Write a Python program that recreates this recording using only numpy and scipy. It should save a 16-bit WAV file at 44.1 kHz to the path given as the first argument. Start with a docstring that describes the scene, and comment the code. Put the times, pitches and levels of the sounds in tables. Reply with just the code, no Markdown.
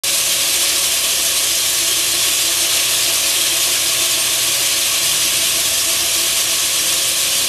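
"""Wet saw cutting granite

A multi-blade circular saw grinds through granite under running water, in a concrete hall.
The segments bite in a pattern that returns with every turn and shakes frame, hood and discs.
Crushed grit rasps in fluttering surges and spray hisses off the rims. Underneath, the shaft hums,
the motor whines, one disc sings on and off, and the frame gives brief low groans."""
import sys
import numpy as np
from scipy import signal
from scipy.fft import rfft, irfft
from scipy.io import wavfile
from scipy.ndimage import uniform_filter1d

SR = 44100
rng = np.random.default_rng(int(sys.argv[2]) if len(sys.argv) > 2 else 0)


def master_out(mix):
    """Clip the mix to full scale and print it as 16-bit PCM to the path in sys.argv[1]."""
    frames = np.transpose(np.atleast_2d(mix))
    ceiling = np.clip(frames, -1, 1)
    pcm = np.round(ceiling * 32767).astype(np.int16)
    wavfile.write(sys.argv[1], SR, pcm)


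N = 329868
T = np.arange(N) / SR
FREQ = np.maximum(np.arange(N // 2 + 1) * SR / N, 1)
TURN_HZ = 6.428  # blade turns per second

# how hard the blades press into the stone: (time [s], load [dB])
CUT_LOAD = [(0.0, -1), (0.25, -0.7), (0.62, 0.9), (0.92, -0.4), (1.25, -0.5), (1.65, -1.2), (2.2, 0.3),
            (2.5, -0.1), (2.85, 1.3), (3.1, 0.8), (3.7, 0.3), (3.98, 0), (4.5, 0.2), (4.95, 0.5),
            (5.45, 0.4), (5.75, -0.5), (6.25, -0.2), (6.6, -0.5), (7.4, -1)]
# upper modes of the steel discs: (frequency [Hz], width [Hz], lift [dB])
STEEL_MODES = [(860, 25, 5), (1090, 70, 6), (1127, 43, 5), (1184, 37, 3), (1300, 44, 3), (1648, 104, 5),
               (1774, 73, 4), (2287, 87, 4.5), (2465, 120, 3.5), (2590, 60, 2), (2790, 80, 2.5),
               (2925, 45, 1.5), (3010, 60, 3.5), (3210, 87, 3.6), (3420, 48, 3.5), (3530, 52, 1.5),
               (3640, 55, 1.4), (4004, 59, 1.5), (4200, 140, 2.5), (4680, 54, 0), (5140, 70, 2),
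               (5630, 60, 0.7), (6050, 130, 2.5), (6260, 130, 3), (7150, 80, 1), (8060, 83, 0)]
# tone colours of disc rattle, grit, spray and frame: (frequency [Hz], relative level [dB])
RATTLE_SPECTRUM = [(260, -10), (310, -4), (390, -3), (470, -8), (600, -3), (720, -3), (830, -10),
                   (1000, -4.5), (1200, -6), (1480, -6.5), (1700, -5), (2000, -2.5), (2300, -4),
                   (3000, -15.5)]
RASP_SPECTRUM = [(1600, -28), (2050, -8.5), (2300, -5.5), (2650, 1), (3100, 2), (3600, 2), (4100, -6),
                 (4700, -7.5), (6000, -5), (10000, -10.5)]
SPRAY_SPECTRUM = [(2500, -15.5), (3800, -2), (4700, -1.5), (5600, -1), (6500, -1.5), (8000, -0.5),
                  (9500, -1), (11200, -1.5), (12200, -4.5), (12900, -5), (13400, -16), (14100, -14)]
FRAME_SPECTRUM = [(30, -19), (50, -8), (65, -11), (78, -5), (100, 3), (122, 2), (160, 2.5), (200, 0),
                  (245, 0), (300, 1.5), (380, -2.5), (450, -20)]
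# fader rides for frame rumble, hood drone and the discs' main ring: (time [s], level [dB])
RUMBLE_FADER = [(0, -45), (1.2, -46.5), (2.1, -46), (3.0, -46.5), (4.85, -46.5), (5.35, -41.5), (5.9, -45),
                (7.45, -42.5)]
HOOD_FADER = [(0, -43), (.3, -52), (.62, -40), (.95, -49), (1.3, -44), (1.7, -45), (1.9, -37.5),
              (2.15, -41.5), (2.35, -41.5), (2.62, -39.5), (2.85, -45), (3.45, -43.5), (4.1, -41.5),
              (4.4, -50), (5.0, -47), (5.3, -44), (5.9, -45.5), (6.3, -41.5), (6.9, -47), (7.45, -48)]
RING_FADER = [(0, -43), (.55, -45), (.97, -35.5), (1.4, -42), (1.95, -42), (2.4, -43.5), (2.58, -37.5),
              (3.0, -40.5), (3.45, -42.5), (3.65, -39.5), (4.15, -37), (4.85, -44), (5.3, -42),
              (5.78, -38.5), (6.0, -41.5), (6.5, -39.5), (6.8, -43.5), (7.45, -44)]
# fader rides for the shaft's two main hums and the motor whine: (time [s], level [dB])
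LOW_HUM_FADER = [(0.0, -55), (1.1, -49), (3.5, -51.2), (4.5, -57), (5.35, -48), (7.4, -54)]
HIGH_HUM_FADER = [(0.0, -56), (1.1, -68), (1.72, -50.5), (2.2, -48), (2.55, -51), (2.95, -48), (3.6, -49.5),
                  (4.6, -44.5), (4.87, -57), (5.2, -49), (6.2, -55), (7.4, -56)]
WHINE_FADER = [(0, -56), (.7, -53), (1.15, -47), (1.6, -50), (2.1, -54), (2.5, -46), (3.1, -57), (3.5, -49),
               (4.1, -56), (5.2, -51), (5.85, -47.5), (6.5, -50), (6.75, -44.5), (7.45, -47)]
# faint steady hums of the shaft: (order [multiple of the turn rate], level [dB])
SHAFT_ORDERS = [(9, -67), (12, -64), (13, -56), (14, -61), (18, -61.5)]
# the motor's cluster of tones and an overtone: (frequency [Hz], relative level [dB])
WHINE_PARTIALS = [(514.3, 0.5), (521, -3), (527, -6.5), (1028.6, -3)]
# the singing disc's line: (time [s], pitch [Hz], level [dB])
DISC_SONG = [(0, 559, -37), (.42, 556, -41.5), (.65, 564, -41.5), (.85, 563, -40), (.98, 556, -54),
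             (1.1, 553, -44), (1.27, 553, -41), (1.38, 560, -50), (1.5, 565, -43.5), (1.75, 557, -50),
             (2.3, 562, -47), (2.85, 560, -50), (3.4, 558, -42.5), (3.75, 553, -48), (4.45, 564, -53),
             (4.58, 563.5, -36), (4.85, 560, -46), (5.03, 562, -42), (5.2, 562, -48), (6.4, 566, -55),
             (7.0, 559, -46), (7.45, 557, -41)]
# groans of the frame: (peak time [s], pitch [Hz], half length [s], peak level [dB])
FRAME_GROANS = [(.22, 169, 0.19, -48), (1.05, 169.6, 0.38, -53.5), (3.38, 86.7, .14, -52),
                (4.95, 84, .2, -55), (5.146, 157, .12, -44), (5.72, 83.2, .13, -48), (6.048, 85, .14, -49)]


def undb(db):
    """Decibels to gain."""
    return 10 ** (np.asarray(db) / 20)


def unit(x):
    """Scale to rms 1."""
    return x / np.sqrt(np.mean(x ** 2))


def curve(table):
    """A (time, value) table as one value per sample."""
    return np.interp(T, *np.transpose(table))


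def shape(x, gain):
    """Filter by a gain per frequency."""
    return irfft(rfft(x) * gain, N)


def colour(points):
    """EQ curve through a spectrum table, falling 12 dB an octave beyond its ends."""
    hz, db = np.transpose(points)
    ends = np.minimum(1, np.minimum(FREQ / hz[0], hz[-1] / FREQ)) ** 2
    return ends * undb(np.interp(np.log(FREQ), np.log(hz), db))


def resonance(hz, width_hz):
    """Response of one damped mode, 1 at its centre."""
    return 1 / (1 + 1j * (FREQ ** 2 - hz ** 2) / (FREQ * width_hz))


def walk(rate_hz):
    """Smooth random drift up to about rate_hz, rms 1."""
    return unit(shape(rng.standard_normal(N), 1 / (1 + (FREQ / rate_hz) ** 2) * (FREQ > 1)))


def flutter(rate_hz):
    """Random drift with the slow swells taken out, rms 1."""
    return unit(shape(walk(rate_hz), 1 / (1 + (1.8 / FREQ) ** 4)))


def tone(hz, waver):
    """A sine of rms 1 whose phase wanders by waver radians."""
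    return np.sqrt(2) * np.sin(2 * np.pi * (hz * T + rng.random()) + waver * walk(1.4))


def impacts(per_s, spread_db, hall_db=-3):
    """A hail of tiny clicks over a noise bed, the diffuse wash of the concrete walls."""
    struck = rng.random(N) < per_s / SR
    clicks = unit(struck * rng.choice([-1, 1], N) * undb(spread_db * rng.standard_normal(N)))
    return unit(clicks + undb(hall_db) * rng.standard_normal(N))


def bite(repeat_hz):
    """Force of the segments on stone: lows under repeat_hz loop each turn, the highs are always new."""
    orders = int(SR / TURN_HZ) // 2 + 1
    one_turn = unit(irfft(np.exp(2j * np.pi * rng.random(orders))))  # all orders equally strong
    loop_share = 1 / (1 + FREQ / repeat_hz)
    looped = shape(np.resize(one_turn, N), np.sqrt(loop_share))
    fresh = shape(impacts(per_s=12000, spread_db=0), np.sqrt(1 - loop_share))
    return looped + fresh


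def chip_pings(per_s, t60_s, low_hz, high_hz, spread_db):
    """Stone chips hit the discs; each sets one of their countless modes ringing briefly."""
    age = T[:2600]
    fade = np.exp(-np.log(1000) * age / t60_s)
    out = np.zeros(N + len(age))
    for when, pitch, size in rng.random((int(per_s * N / SR), 3)):
        hz = low_hz * (high_hz / low_hz) ** pitch
        start = int(when * N)
        out[start:start + len(age)] += undb(spread_db * size) * fade * np.sin(2 * np.pi * hz * age)
    return unit(out[:N])


def cutting(rattle_db, rasp_db, spray_db):
    """Segments rattle the discs, grit cracks against the steel, and water is flung off the rims."""
    steel = undb(sum(db * np.abs(resonance(hz, width)) ** 2 for hz, width, db in STEEL_MODES))
    chatter_db = 0.5 * flutter(24)  # fluttering contact pressure moves all three layers together
    force = bite(repeat_hz=220) * undb(chatter_db)
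    rattle = unit(shape(force, colour(RATTLE_SPECTRUM) * steel))
    chips = chip_pings(per_s=350, t60_s=0.19, low_hz=2190, high_hz=9020, spread_db=4.5)
    grit = impacts(per_s=12000, spread_db=2.5) * undb(chatter_db + 0.18 * walk(45))
    rasp = unit(shape(grit + undb(-22) * chips, colour(RASP_SPECTRUM) * steel))
    drops = impacts(per_s=25000, spread_db=4) * undb(chatter_db + 0.69 * walk(24))
    spray = unit(shape(drops + undb(-10.5) * chips, colour(SPRAY_SPECTRUM) * steel))
    return rattle * undb(rattle_db) + rasp * undb(rasp_db) + spray * undb(spray_db)


def shimmer(x, depth_db=0.95, memory_s=0.035):
    """As the contact points shift, each of the discs' close-lying modes swells and fades on its own."""
    bands = signal.stft(x, nperseg=1024)[2]
    carry = np.exp(-512 / SR / memory_s)  # per hop of 512 samples
    jitter = uniform_filter1d(rng.standard_normal(bands.shape), size=2, axis=0)
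    drift = unit(signal.lfilter([1], [1, -carry], jitter))
    return signal.istft(bands * unit(undb(depth_db * drift)))[1][:N]


def throb(hz, depth, swing_hz, waver):
    """A tone that swells and bends in pitch with every turn of the blades, never twice quite alike."""
    turn = 2 * np.pi * (TURN_HZ * T + rng.random()) + 0.55 * walk(3)
    bend_hz = swing_hz * np.sin(turn) * (1 + 0.42 * walk(2.3))
    bend_hz -= uniform_filter1d(bend_hz, size=int(SR / TURN_HZ))  # keeps the note centred
    phase = 2 * np.pi * (hz * T + rng.random() + np.cumsum(bend_hz) / SR)
    swell = np.maximum(1 + depth * np.cos(turn), 0)
    return unit(np.sin(phase + waver * walk(1.2)) * swell)


def machine_body(rumble_db, drone_db, ring_db):
    """The bite shakes the frame and rings hood and discs, each ring rough around a throbbing core."""
    force = bite(repeat_hz=250)
    rumble = unit(shape(force, colour(FRAME_SPECTRUM))) * undb(rumble_db)
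    hood = unit(shape(force, resonance(342.2, width_hz=34) ** 2))
    hood += undb(0.5) * throb(340.7, depth=0.49, swing_hz=5.7, waver=0.58)
    ring = unit(shape(force, resonance(661.4, width_hz=44) ** 2))
    ring += undb(2) * throb(661.8, depth=1.05, swing_hz=8, waver=0.47)
    # rough undertone of the singing disc
    murmur = unit(shape(force, resonance(550, width_hz=43) ** 2)) * undb(-50.5)
    return rumble + unit(hood) * undb(drone_db) + unit(ring) * undb(ring_db) + murmur


def drive(low_db, high_db, whine_db):
    """The shaft hums on multiples of its turn rate; the motor whines with a slight waver."""
    low = undb(low_db) * tone(10 * TURN_HZ, waver=0.1)
    flutter_db = 1.5 * walk(6)
    high = undb(high_db + flutter_db) * tone(19 * TURN_HZ, waver=0.71)
    faint = sum(undb(db) * tone(order * TURN_HZ, waver=0.68) for order, db in SHAFT_ORDERS)
    whine = sum(undb(whine_db + db) * tone(hz, waver=0.65) for hz, db in WHINE_PARTIALS)
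    return low + high + faint + whine


def singing_disc():
    """A disc sings in the cut; its note slides a little, comes and goes, and pulses with each turn."""
    times, hz, db = np.transpose(DISC_SONG)
    phase = 2 * np.pi * np.cumsum(np.interp(T, times, hz)) / SR + 0.28 * walk(4.1)
    tremolo = 1 + 0.13 * tone(TURN_HZ, waver=0.75)
    return np.sqrt(2) * undb(np.interp(T, times, db)) * np.sin(phase) * tremolo


def frame_groans():
    """The frame groans: low tones that swell and die away within a few turns."""
    return sum(undb(db) * np.exp(-((T - peak_s) / half_s) ** 2) * tone(hz, waver=0.34)
               for peak_s, hz, half_s, db in FRAME_GROANS)


def scene():
    """The whole saw, panned centre; the load rides rattle and rasp, and nudges the spray."""
    load_db = curve(CUT_LOAD)
    spray_db = -17.5 + 0.13 * load_db - 0.08 * T  # the hiss slowly eases off
    cut = shimmer(cutting(rattle_db=-30 + load_db, rasp_db=-22 + load_db, spray_db=spray_db))
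    body = machine_body(curve(RUMBLE_FADER), curve(HOOD_FADER), curve(RING_FADER))
    hum = drive(curve(LOW_HUM_FADER), curve(HIGH_HUM_FADER), curve(WHINE_FADER))
    mono = cut + body + hum + singing_disc() + frame_groans()
    return np.array([mono, mono])


def record(dry):
    """A very short echo combs the treble slightly hollow; the sound cuts in hard, its top rolled off."""
    comb_spacing_hz, start_s, top_hz = 806, 0.0355, 14100
    echo = np.exp(-2j * np.pi * FREQ / comb_spacing_hz)
    depth = 0.42 / (1 + (5500 / FREQ) ** 4)
    hollow = shape(dry, (1 + depth * echo) / np.sqrt(1 + depth ** 2))
    lowpass = signal.ellip(12, 0.2, 80, top_hz, fs=SR, output="sos")
    return signal.sosfilt(lowpass, hollow * (T > start_s))


dry = scene()
out = record(dry)
master_out(out)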